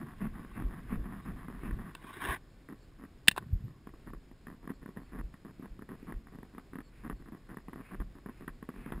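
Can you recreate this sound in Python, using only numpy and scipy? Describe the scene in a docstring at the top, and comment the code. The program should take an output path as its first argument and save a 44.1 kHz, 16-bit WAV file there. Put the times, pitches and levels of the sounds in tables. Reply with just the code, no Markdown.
"""A horse trots over turf and then along a dirt track, heard from a cased camera worn by the rider.
Hoofbeats are short swells of bass; slipping and knocking gear is noise and impulses through ringing filters.
Leaves sweep over the case as dense tiny catches, and twigs strike it in short rattles that ring it.
A far bird chirps in gliding tones over shaped noise for the air, the wind and the swish of the ride.
The camera samples coarsely and holds each value, which mirrors the sound into the treble."""
import sys
import numpy as np
from scipy import signal
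from scipy.fft import rfft, irfft, next_fast_len
from scipy.io import wavfile
from scipy.ndimage import uniform_filter1d, map_coordinates

SR = 44100
rng = np.random.default_rng(int(sys.argv[2]) if len(sys.argv) > 2 else 0)


def digitize_waveform(pressure):
    """Quantize a signal to 16-bit integers and store it at the path in sys.argv[1].

    Rows of a 2-D input are taken as channels; values are limited to [-1, 1].
    """
    field = np.atleast_2d(pressure).T
    bounded = np.clip(field, -1, 1)
    quanta = np.round(bounded * 32767).astype(np.int16)
    wavfile.write(sys.argv[1], SR, quanta)


N = 396900
TIME = np.arange(N) / SR  # [s]

# Levels in the tables are relative: the functions that use them may add a fixed trim.
# slips of the gear between the heavy beats: (start [s], length [s], level [dB])
CREAK_EVENTS = [(0, .04, -49.5), (.06, 0.077, -54), (.34, 0.082, -52.5), (.694, .12, -52.5),
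                (1.04, .17, -52), (1.36, .1, -53), (1.49, 0.11, -54.5), (1.786, .13, -52),
                (2.685, 0.05, -57), (2.985, 0.082, -60), (3.405, .04, -60), (3.67, .045, -64),
                (4.474, 0.078, -57.5), (4.626, .033, -59), (4.689, .033, -50), (4.814, 0.028, -58.5),
                (4.961, .074, -58), (5.119, .03, -54), (5.186, 0.029, -49), (5.452, .06, -57.5),
                (5.885, 0.073, -54.5), (6.319, .043, -58), (6.528, 0.046, -61), (7.098, .033, -51),
                (7.196, .03, -61.5), (7.255, 0.044, -57), (7.32, 0.059, -58), (7.488, 0.057, -52),
                (7.765, 0.057, -54), (8.003, .02, -49), (8.148, 0.0456, -59), (8.26, .06, -57),
                (8.736, .11, -59.5), (8.925, 0.078, -56)]
# ring of the mount that holds the gear: (frequency [Hz], level [dB])
MOUNT_RING = [(350, -19.5), (560, -21.5), (690, -3.5), (860, -5.5), (1100, 4), (1400, -4), (1650, -2.5),
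              (1900, -1.5), (2150, -13), (2800, -20.5), (3550, -22.5), (4100, -36), (5500, -53)]
# boom of the hollow case: (frequency [multiple of the body pitch], level [dB])
CASE_BOOM = [(.25, -28), (.46, -5.5), (.66, 0.5), (1, 1), (1.27, -5), (1.6, -9), (2.1, -21.5), (3.4, -33),
             (12, -95.5)]
# how much the gear jiggles, only at the trot on turf: (time [s], share [0-1])
TROT = [(0, 1), (1.9, 1), (2.02, 0)]
# air and cloth rushing past as the rider rises: (time [s], level [dB])
SWISH_LEVEL = [(0, -62.5), (1.9, -60), (2.1, -74), (6.3, -70), (7, -65.5), (9, -62)]
# tone colour of that rush: (frequency [Hz], level [dB])
SWISH_SPECTRUM = [(300, -12), (700, -5), (1200, -2), (2000, 0), (2650, -1), (3100, -15), (5000, -28)]
# tone colour of the outdoor hush: (frequency [Hz], level [dB])
HUSH_SPECTRUM = [(15, -13.5), (42, -3.5), (80, -9.5), (170, -12), (330, -15.5), (420, -20.5), (600, -25.5),
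                 (1000, -31.5), (2000, -33), (3000, -37), (4500, -38), (5500, -39.5)]
# wind rumble, stronger at the faster pace on open turf: (time [s], level [dB])
WIND_LEVEL = [(0, -56), (1.3, -48.5), (2.1, -59.5), (8.7, -61), (9, -56)]
# tone colour of the wind rumble: (frequency [Hz], level [dB])
RUMBLE_SPECTRUM = [(15, -10.5), (42, 3.5), (75, -15), (140, -12.5), (300, -22), (700, -42.0), (2000, -88.5)]
# leaves sweeping over the case: (time [s], level [dB])
LEAF_LEVEL = [(1.99, -63.5), (2.096, -48), (2.186, -51.5), (2.246, -35), (2.264, -38.5), (2.344, -36.5),
              (2.354, -46), (2.364, -42), (2.39, -75)]
# tone colour of the leaves on the case: (frequency [Hz], level [dB])
LEAF_RING = [(59, -24.5), (100, -1.5), (224, -11), (256, -6), (370, -3.5), (562, -18.5), (654, -11),
             (870, -11.5), (1120, 2), (1280, -16), (1510, -2.5), (2810, -17.5), (3740, -17), (4280, -36),
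             (5500, -30), (7150, -58)]
# heavy hoofbeats: (time [s], thud level [dB], level of the groan that leads into it [dB])
HOOFBEAT_EVENTS = [(0.287, -31, -47), (.639, -27.5, -48.5), (0.977, -30, -48.5), (1.334, -37.5, -50),
                   (1.714, -29, -50), (4.147, -41, -53), (5.229, -35, -52), (5.705, -41.5, -54.5),
                   (6.152, -33.5, -50), (7.118, -39.5, -48.5), (7.992, -31, -48), (8.489, -43, -57),
                   (8.945, -34, -51)]
# clear single knocks of the gear: (time [s], peak level [dB], boom of the case [dB])
KNOCK_EVENTS = [(0.447, -43, -47), (0.621, -40, -41), (0.926, -40, -36), (1.123, -39.5, -47),
                (1.483, -39, -41), (1.634, -41, -39.5), (1.709, -35, -42), (2.044, -42, -47),
                (2.688, -40.5, -44.5), (2.724, -46, -45), (3.037, -42, -44.5), (3.871, -39, -43),
                (3.938, -49, -50), (4.134, -39.5, -43), (4.313, -51.5, -51.5), (4.469, -38.5, -47),
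                (4.675, -37.5, -40.5), (4.702, -39, -38), (4.859, -38, -43), (4.889, -44.5, -44),
                (4.971, -39.5, -41), (5.187, -41, -46.5), (5.34, -44.5, -50), (5.449, -45.5, -45),
                (5.596, -56.5, -43), (5.657, -43, -52), (5.791, -45, -45.5), (5.821, -42.5, -44),
                (5.89, -40, -47), (6.028, -54.5, -44), (6.122, -35.5, -42.5), (6.269, -43.5, -55),
                (6.386, -46, -45.5), (6.43, -43.5, -46.5), (6.581, -37.5, -44), (6.733, -40, -44),
                (6.755, -38, -40.5), (6.786, -37, -41), (7.098, -30, -38), (7.321, -45.5, -45),
                (7.57, -35, -41.5), (7.683, -38, -42.5), (7.731, -36, -44.5), (7.758, -41, -43.5),
                (8.001, -38.5, -41.5), (8.26, -38, -41), (8.294, -41, -44), (8.478, -31, -39),
                (8.626, -38.5, -42), (8.689, -36, -37), (8.861, -38.5, -41), (8.921, -31.5, -38)]
# twig strikes: (time [s], level [dB], contact length [s], leafy share [0-1], scrape after the blow [dB])
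TWIG_STRIKES = [(1.95, -30.5, 0.0026, 0.46, -27), (3.274, -25, .0025, 0.3, -28),
                (3.282, 0.5, 0.0041, 0.05, -41), (3.291, -26, .0012, .1, -32),
                (3.3125, -25.5, 0.0033, .2, -21.5), (3.3625, -29, .004, 0.73, -27),
                (3.3715, -29, .0047, 0.56, -26), (3.378, -20.5, .0033, 0.81, -22.5)]
# ringing modes of the case under a hard strike: (frequency [Hz], width [Hz], level [dB])
CASE_MODES = [(192, 200, -10.5), (1850, 270, -1.5), (2690, 230, 4), (3042, 140, -6), (3500, 150, -1),
              (4500, 220, -21.5)]
# the case radiates little between its boom and its modes: (frequency [Hz], level [dB])
SHELL_RING = [(300, -1), (600, -10), (1100, -9), (1700, 1), (3600, -1.0), (5200, -3.5)]
# tone colour of a blow softened by leaves: (frequency [Hz], level [dB])
LEAFY_BLOW_RING = [(120, -42), (200, -12), (384, -9), (528, -17), (1120, -1), (1280, -10.5), (1490, -4),
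                   (2390, -23), (3730, -15.5), (4850, -46), (5500, -39.5), (7150, -69), (12100, -120)]
# the case is jolted by the shoot and the twig: (time [s], level [dB], pitch [Hz])
CASE_JOLTS = [(2.283, -31, 59), (3.525, -19.5, 80.2), (3.536, -26, 41)]
# far bird notes: (start [s], length [s], start pitch [Hz], end pitch [Hz], level [dB])
BIRD_NOTES = [(2.458, 0.13, 4300, 4400, -74), (2.78, 0.1, 4400, 4350, -69), (4.707, .09, 4450, 4500, -70),
              (4.98, 0.15, 4450, 4400, -73), (6.813, 0.1, 4450, 4370, -66), (7.122, .12, 4450, 4330, -72)]
# tone colour of a very faint noise, opposite in the two channels: (frequency [Hz], level [dB])
SIDE_SPECTRUM = [(12, -31), (20, -1), (216, -25.5), (1050, -37), (2780, -31.5), (5000, -31), (5980, -47.5),
                 (6970, -36.5), (9000, -38.5), (11700, -73.5), (19800, -120)]

# The mount on each ground: case pitch [Hz], groan length [s], slips per second at CREAK_REF_DB,
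# boom set against the rasp there [dB, before trims], extra boom per dB of force [dB]
TURF = dict(body_hz=215, groan_s=.07, slip_rate=195, boom_db=7, boom_grows=1.2)
TRACK = dict(body_hz=264, groan_s=.044, slip_rate=150, boom_db=7.5, boom_grows=-0.35)
TURF_END_S = 1.94
CREAK_REF_DB = -52
SLIP_DOUBLING_DB = 10  # this much more force doubles the slip rate, within limits
GROAN_LEAD_S = .083  # the weight comes onto the mount just before the thud
CREAK_TOP_HZ = 3500  # slipping is duller than a knock

SWISH_GROWS, SWISH_REF_DB = .6, -34  # dB of swish per dB of thud above this level
SWISH_LEAD_TURF_S, SWISH_LEAD_TRACK_S = .055, .11  # the swish peaks this long before a hoofbeat
SWISH_SPREAD = .8  # half width of a swish as a share of its lead
SWISH_REST = .14  # steady share of swish under the swells
SURGE_DB, SURGE_S = -14.5, 0.084  # rumble surge: level against the thud, half width

THUD_HZ = 42  # pitch of a hoofbeat
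THUD_RISE_CYCLES = .27  # time constant of a thud's swell, in cycles of its pitch
REBOUND_S, REBOUND_LOSS_DB = .014, 10  # the gear bounces after a knock: mean flight, mean loss per bounce
SHUDDER_S, SHUDDER_FADE_S = 3.55, .1  # the case shudders around the hardest jolt
SHUDDER_DB, SHUDDER_HZ = -40, 130

HOLD_HZ = 12000  # sampling rate of the camera
BAND_HZ, TOP_HZ = 5500, 15500  # top of the band before sampling, top of the final sound


def amp(db):
    """Turn decibels into gain."""
    return 10 ** (np.asarray(db) / 20)


def unit(x):
    """Scale to an rms of 1."""
    return x / np.sqrt(np.mean(x ** 2) + 1e-20)


def crest(x):
    """Scale to a peak of 1."""
    return x / np.abs(x).max()


def add(track, s, sound):
    """Mix a sound into the track at time s, cutting off what runs past the end."""
    start = max(0, round(s * SR))
    part = track[start:start + len(sound)]
    part += sound[:len(part)]


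def curve(rows):
    """Join (time [s], value) rows by straight lines."""
    return np.interp(TIME, *np.transpose(rows))


def wobble(rate):
    """A smooth random curve through this many random points a second."""
    points = rng.standard_normal(int(N * rate / SR) + 4)
    return map_coordinates(points, [TIME * rate])


def swell(s, half_width):
    """A smooth bump of height 1 around time s."""
    return np.exp(-((TIME - s) / half_width) ** 2)


def filtered(x, response):
    """Scale each frequency of x by response(frequency)."""
    size = next_fast_len(N + SR // 2)
    spectrum = rfft(x, size) * response(np.fft.rfftfreq(size, 1 / SR))
    return irfft(spectrum, size)[:N]


def low_pass(x, hz, order):
    """Take away the treble above hz without shifting the phase; a higher order is steeper."""
    return filtered(x, lambda f: 1 / np.sqrt(1 + (f / hz) ** (2 * order)))


def gain(points, hz):
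    """Read the gain of (frequency [Hz], level [dB]) points on a log frequency axis."""
    f, db = np.transpose(points)
    return amp(np.interp(np.log(hz + 1), np.log(f), db))


def coloured_noise(points):
    """Noise of rms 1 with the given spectrum."""
    return unit(filtered(rng.standard_normal(N), lambda hz: gain(points, hz)))


def ring(points, size=4096):
    """The ringing of a body after one tap: an impulse response of energy 1 with the given spectrum."""
    cepstrum = irfft(np.log(gain(points, np.fft.rfftfreq(size, 1 / SR)) + 1e-6))
    # folding the cepstrum forward makes the response start at once (minimum phase)
    cepstrum[1:size // 2] *= 2
    cepstrum[size // 2 + 1:] = 0
    response = irfft(np.exp(rfft(cepstrum)))[:size // 2]
    return response / np.linalg.norm(response)


def boom(hz):
    """The hollow case ringing around one pitch."""
    return ring([(multiple * hz, db) for multiple, db in CASE_BOOM])


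def slips(n, rate, uneven, scatter_db, count):
    """Stick and slip over n samples: impulses of varying size that slow down as the load settles, rms 1."""
    gaps, sizes = np.clip(rng.standard_normal((2, count)), -2, 2)
    at = np.cumsum(np.exp(uneven * gaps)) * SR / rate
    at = at * (.88 + .12 * at / n)  # the gaps grow longer
    places = (at - at[0] / 2).astype(int)
    return unit(np.bincount(places, amp(scatter_db * sizes), n)[:n])


def rattle(contact, size=2048):
    """A blow smeared over the contact time: each frequency has its own delay, all equally strong."""
    knots = rng.uniform(0, 1, size // 32)
    positions = np.linspace(0, len(knots) - 1, size // 2 + 1)
    delay = contact * np.interp(positions, np.arange(len(knots)), knots)
    phase = 2 * np.pi * np.cumsum(delay) * SR / size
    return irfft(np.exp(-1j * phase))[:size // 4]


def thud(db, hz):
    """A cycle or two of bass that swells and dies away."""
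    t = np.arange(SR // 4) / SR
    u = t * hz / THUD_RISE_CYCLES
    envelope = crest(u * u * u * np.exp(-u))
    return amp(db) * envelope * np.sin(2 * np.pi * hz * t)


def ground_at(s):
    """Turf first, then the dirt track."""
    return TURF if s < TURF_END_S else TRACK


def creaks():
    """Under the load of a step the mount slips in a run; more force slips faster, evening into a groan."""
    out, rasp = np.zeros(N), ring(MOUNT_RING)
    groans = [(s - GROAN_LEAD_S, ground_at(s)["groan_s"], db) for s, _, db in HOOFBEAT_EVENTS]
    for start, length, db in groans + list(CREAK_EVENTS):
        ground = ground_at(start)
        force_db = db - CREAK_REF_DB
        n = max(int(length * SR), SR // 100)
        rate = np.clip(ground["slip_rate"] * 2 ** (force_db / SLIP_DOUBLING_DB), 75, 205)
        uneven = np.interp(rate, [90, 200], [.32, .17])  # fast slips are more regular
        load = 0.8 + 0.18 * np.hanning(n)  # the weight comes on and goes off again
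        catches = slips(n, rate, uneven, scatter_db=4.5, count=64)
        rubbing = rng.standard_normal(SR)[:n]
        friction = load * (0.8 * catches + 0.62 * rubbing)
        boom_db = db + ground["boom_db"] + ground["boom_grows"] * force_db
        add(out, start, amp(db - 3) * signal.fftconvolve(friction, rasp))
        add(out, start, amp(boom_db - 2.0) * signal.fftconvolve(friction, boom(ground["body_hz"])))
    return low_pass(out, CREAK_TOP_HZ, order=3)


def jiggle():
    """At the trot the gear never rests between steps: wavering noise rings the mount and the case."""
    friction = curve(TROT) * amp(2.5 * wobble(25)) * rng.standard_normal(N)
    body = amp(-70.5) * ring(MOUNT_RING) + amp(-55.5) * boom(hz=230)
    return signal.fftconvolve(friction, body)[:N]


def swish():
    """Noise swells as the rider rises ahead of each hoofbeat: more for a heavier one, quicker on turf."""
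    rising = np.full(N, SWISH_REST)
    for s, db, _ in HOOFBEAT_EVENTS:
        lead = SWISH_LEAD_TURF_S if s < TURF_END_S else SWISH_LEAD_TRACK_S
        strength = amp(SWISH_GROWS * (db - SWISH_REF_DB))
        rising = rising + strength * swell(s - lead, SWISH_SPREAD * lead)
    level = amp(curve(SWISH_LEVEL) + 1.2 * wobble(60))
    return level * rising * coloured_noise(SWISH_SPECTRUM)


def air():
    """Soft outdoor hush, wind rumble that surges with each heavy hoofbeat, and a faint narrow whine."""
    hush = coloured_noise(HUSH_SPECTRUM)
    rumble = coloured_noise(RUMBLE_SPECTRUM)
    whine = unit(filtered(rng.standard_normal(N), lambda hz: np.exp(-((hz - 5090) / 45) ** 2)))
    surges = sum(amp(db + SURGE_DB) * swell(s, SURGE_S) for s, db, _ in HOOFBEAT_EVENTS)
    wind = (amp(curve(WIND_LEVEL)) + surges) * amp(2.0 * wobble(10))
    hush_level = amp(-58.0 + 0.6 * wobble(11.0))
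    return hush_level * hush + wind * rumble + amp(-85.5) * whine


def leaves():
    """A leafy shoot drags over the case in dense tiny catches; the colour shifts as the contact moves."""
    catches = slips(N, rate=520, uneven=.4, scatter_db=6.0, count=6000)
    scrape = 0.57 * catches + 0.84 * rng.standard_normal(N)
    # random louder and softer patches, blurred over frequency and then time, shift the colour
    spectrogram = signal.stft(scrape, nperseg=512)[2]
    patches = uniform_filter1d(rng.standard_normal(spectrogram.shape), 3, 0)
    patches = unit(uniform_filter1d(patches, 4, 1))
    scrape = unit(signal.istft(spectrogram * amp(3 * patches), nperseg=512)[1][:N])
    level = amp(curve(LEAF_LEVEL) + 1.3 * wobble(90))
    return signal.fftconvolve(scrape * level, ring(LEAF_RING))[:N]


def hooves():
    """Each heavy footfall comes up through horse and rider as a dull thud."""
    out = np.zeros(N)
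    for s, db, _ in HOOFBEAT_EVENTS:
        add(out, s, thud(db, THUD_HZ))
    return out


def bounces(count):
    """A knock and its rebounds at uneven gaps, each with a further loss: (delay [s], loss [dB])."""
    flights = REBOUND_S * rng.uniform(.5, 1.5, count)
    losses = REBOUND_LOSS_DB + 2 * rng.standard_normal(count)
    return [(0, 0), *zip(np.cumsum(flights), np.cumsum(losses))]


def knocks():
    """The mount slips once, chatters for a moment and booms in the case, then bounces."""
    out, t = np.zeros(N), np.arange(SR // 30) / SR
    rasp, body = ring(MOUNT_RING), boom(hz=273.5)
    for s, db, boom_db in KNOCK_EVENTS:
        for delay, loss_db in bounces(count=2):
            chatter = 0.11 * rng.standard_normal(len(t)) * amp(-60 * t / 0.032)
            add(chatter, 0, rattle(contact=0.002993))
            add(out, s + delay, amp(db - loss_db - 1.0) * crest(np.convolve(chatter, rasp)))
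            push = 0.043 * rng.standard_normal(len(t)) * amp(-60 * t / 0.031)
            push[0] -= 1
            add(out, s + delay, amp(boom_db - loss_db + 7) * crest(np.convolve(push, body)))
    return out


def twigs():
    """Bare wood rattles on the case for a few milliseconds and rings its modes; leaves soften the blow."""
    out, t = np.zeros(N), np.arange(SR // 25) / SR
    case = np.zeros(len(t))
    for hz, width, db in CASE_MODES:
        fade = np.exp(-np.pi * width * t)  # a wider mode dies away sooner
        case += amp(db) * width * fade * np.cos(2 * np.pi * hz * t)
    case = np.convolve(case, ring(SHELL_RING))
    case = case / np.linalg.norm(case)
    leaf = ring(LEAFY_BLOW_RING)
    for s, db, contact, leafy, scrape_db in TWIG_STRIKES:
        blow = amp(scrape_db - 60 * t / 0.037) * rng.standard_normal(len(t))  # the wood scrapes on briefly
        add(blow, 0, rattle(contact))
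        hard = np.convolve(blow, case)[:len(t)]
        soft = np.convolve(blow, leaf)[:len(t)]
        add(out, s, amp(db + 14.5) * ((1 - leafy) * hard + leafy * soft))
    return out


def jolts():
    """Branches shove the case, which thumps in the bass and shudders as noise through its boom."""
    thumps = np.zeros(N)
    for s, db, hz in CASE_JOLTS:
        add(thumps, s, thud(db, hz))
    fade = np.exp(-np.abs(TIME - SHUDDER_S) / SHUDDER_FADE_S)
    shake = amp(SHUDDER_DB) * fade * rng.standard_normal(N)
    shudder = signal.fftconvolve(shake * amp(3.6 * wobble(30)), boom(SHUDDER_HZ))[:N]
    return thumps + shudder


def bird():
    """Thin notes from distant trees: gliding tones blurred by a fast random waver in pitch."""
    out, waver = np.zeros(N), 85 * wobble(220)  # waver in Hz
    for s, length, start_hz, end_hz, db in BIRD_NOTES:
        n = int(length * SR)
        hz = np.linspace(start_hz, end_hz, n) + waver[round(s * SR):][:n]
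        tone = np.sin(2 * np.pi * np.cumsum(hz) / SR)
        add(out, s, amp(db - 4.5) * np.hanning(n) * tone)
    return out


def scene():
    """The closed case gives both channels the same sound."""
    gear = creaks() + jiggle() + knocks()
    ride = hooves() + swish() + air()
    branches = leaves() + twigs() + jolts()
    mono = gear + ride + branches + bird()
    return np.array([mono, mono])


def record(dry):
    """The microphone clips; sample-and-hold mirrors its narrow band around the sampling rate."""
    narrow = low_pass(np.clip(dry[0], -.8, .8), BAND_HZ, order=16)
    mirrored = narrow * (1 + 2 * np.cos(2 * np.pi * HOLD_HZ * TIME))
    held = filtered(mirrored, lambda hz: np.sinc(hz / HOLD_HZ))  # holding each value dulls the treble
    side = amp(-78.5) * coloured_noise(SIDE_SPECTRUM)  # very faint noise, opposite in the two channels
    return np.array([low_pass(held + sign * side, TOP_HZ, order=60) for sign in (1, -1)])


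dry = scene()
out = record(dry)
digitize_waveform(out)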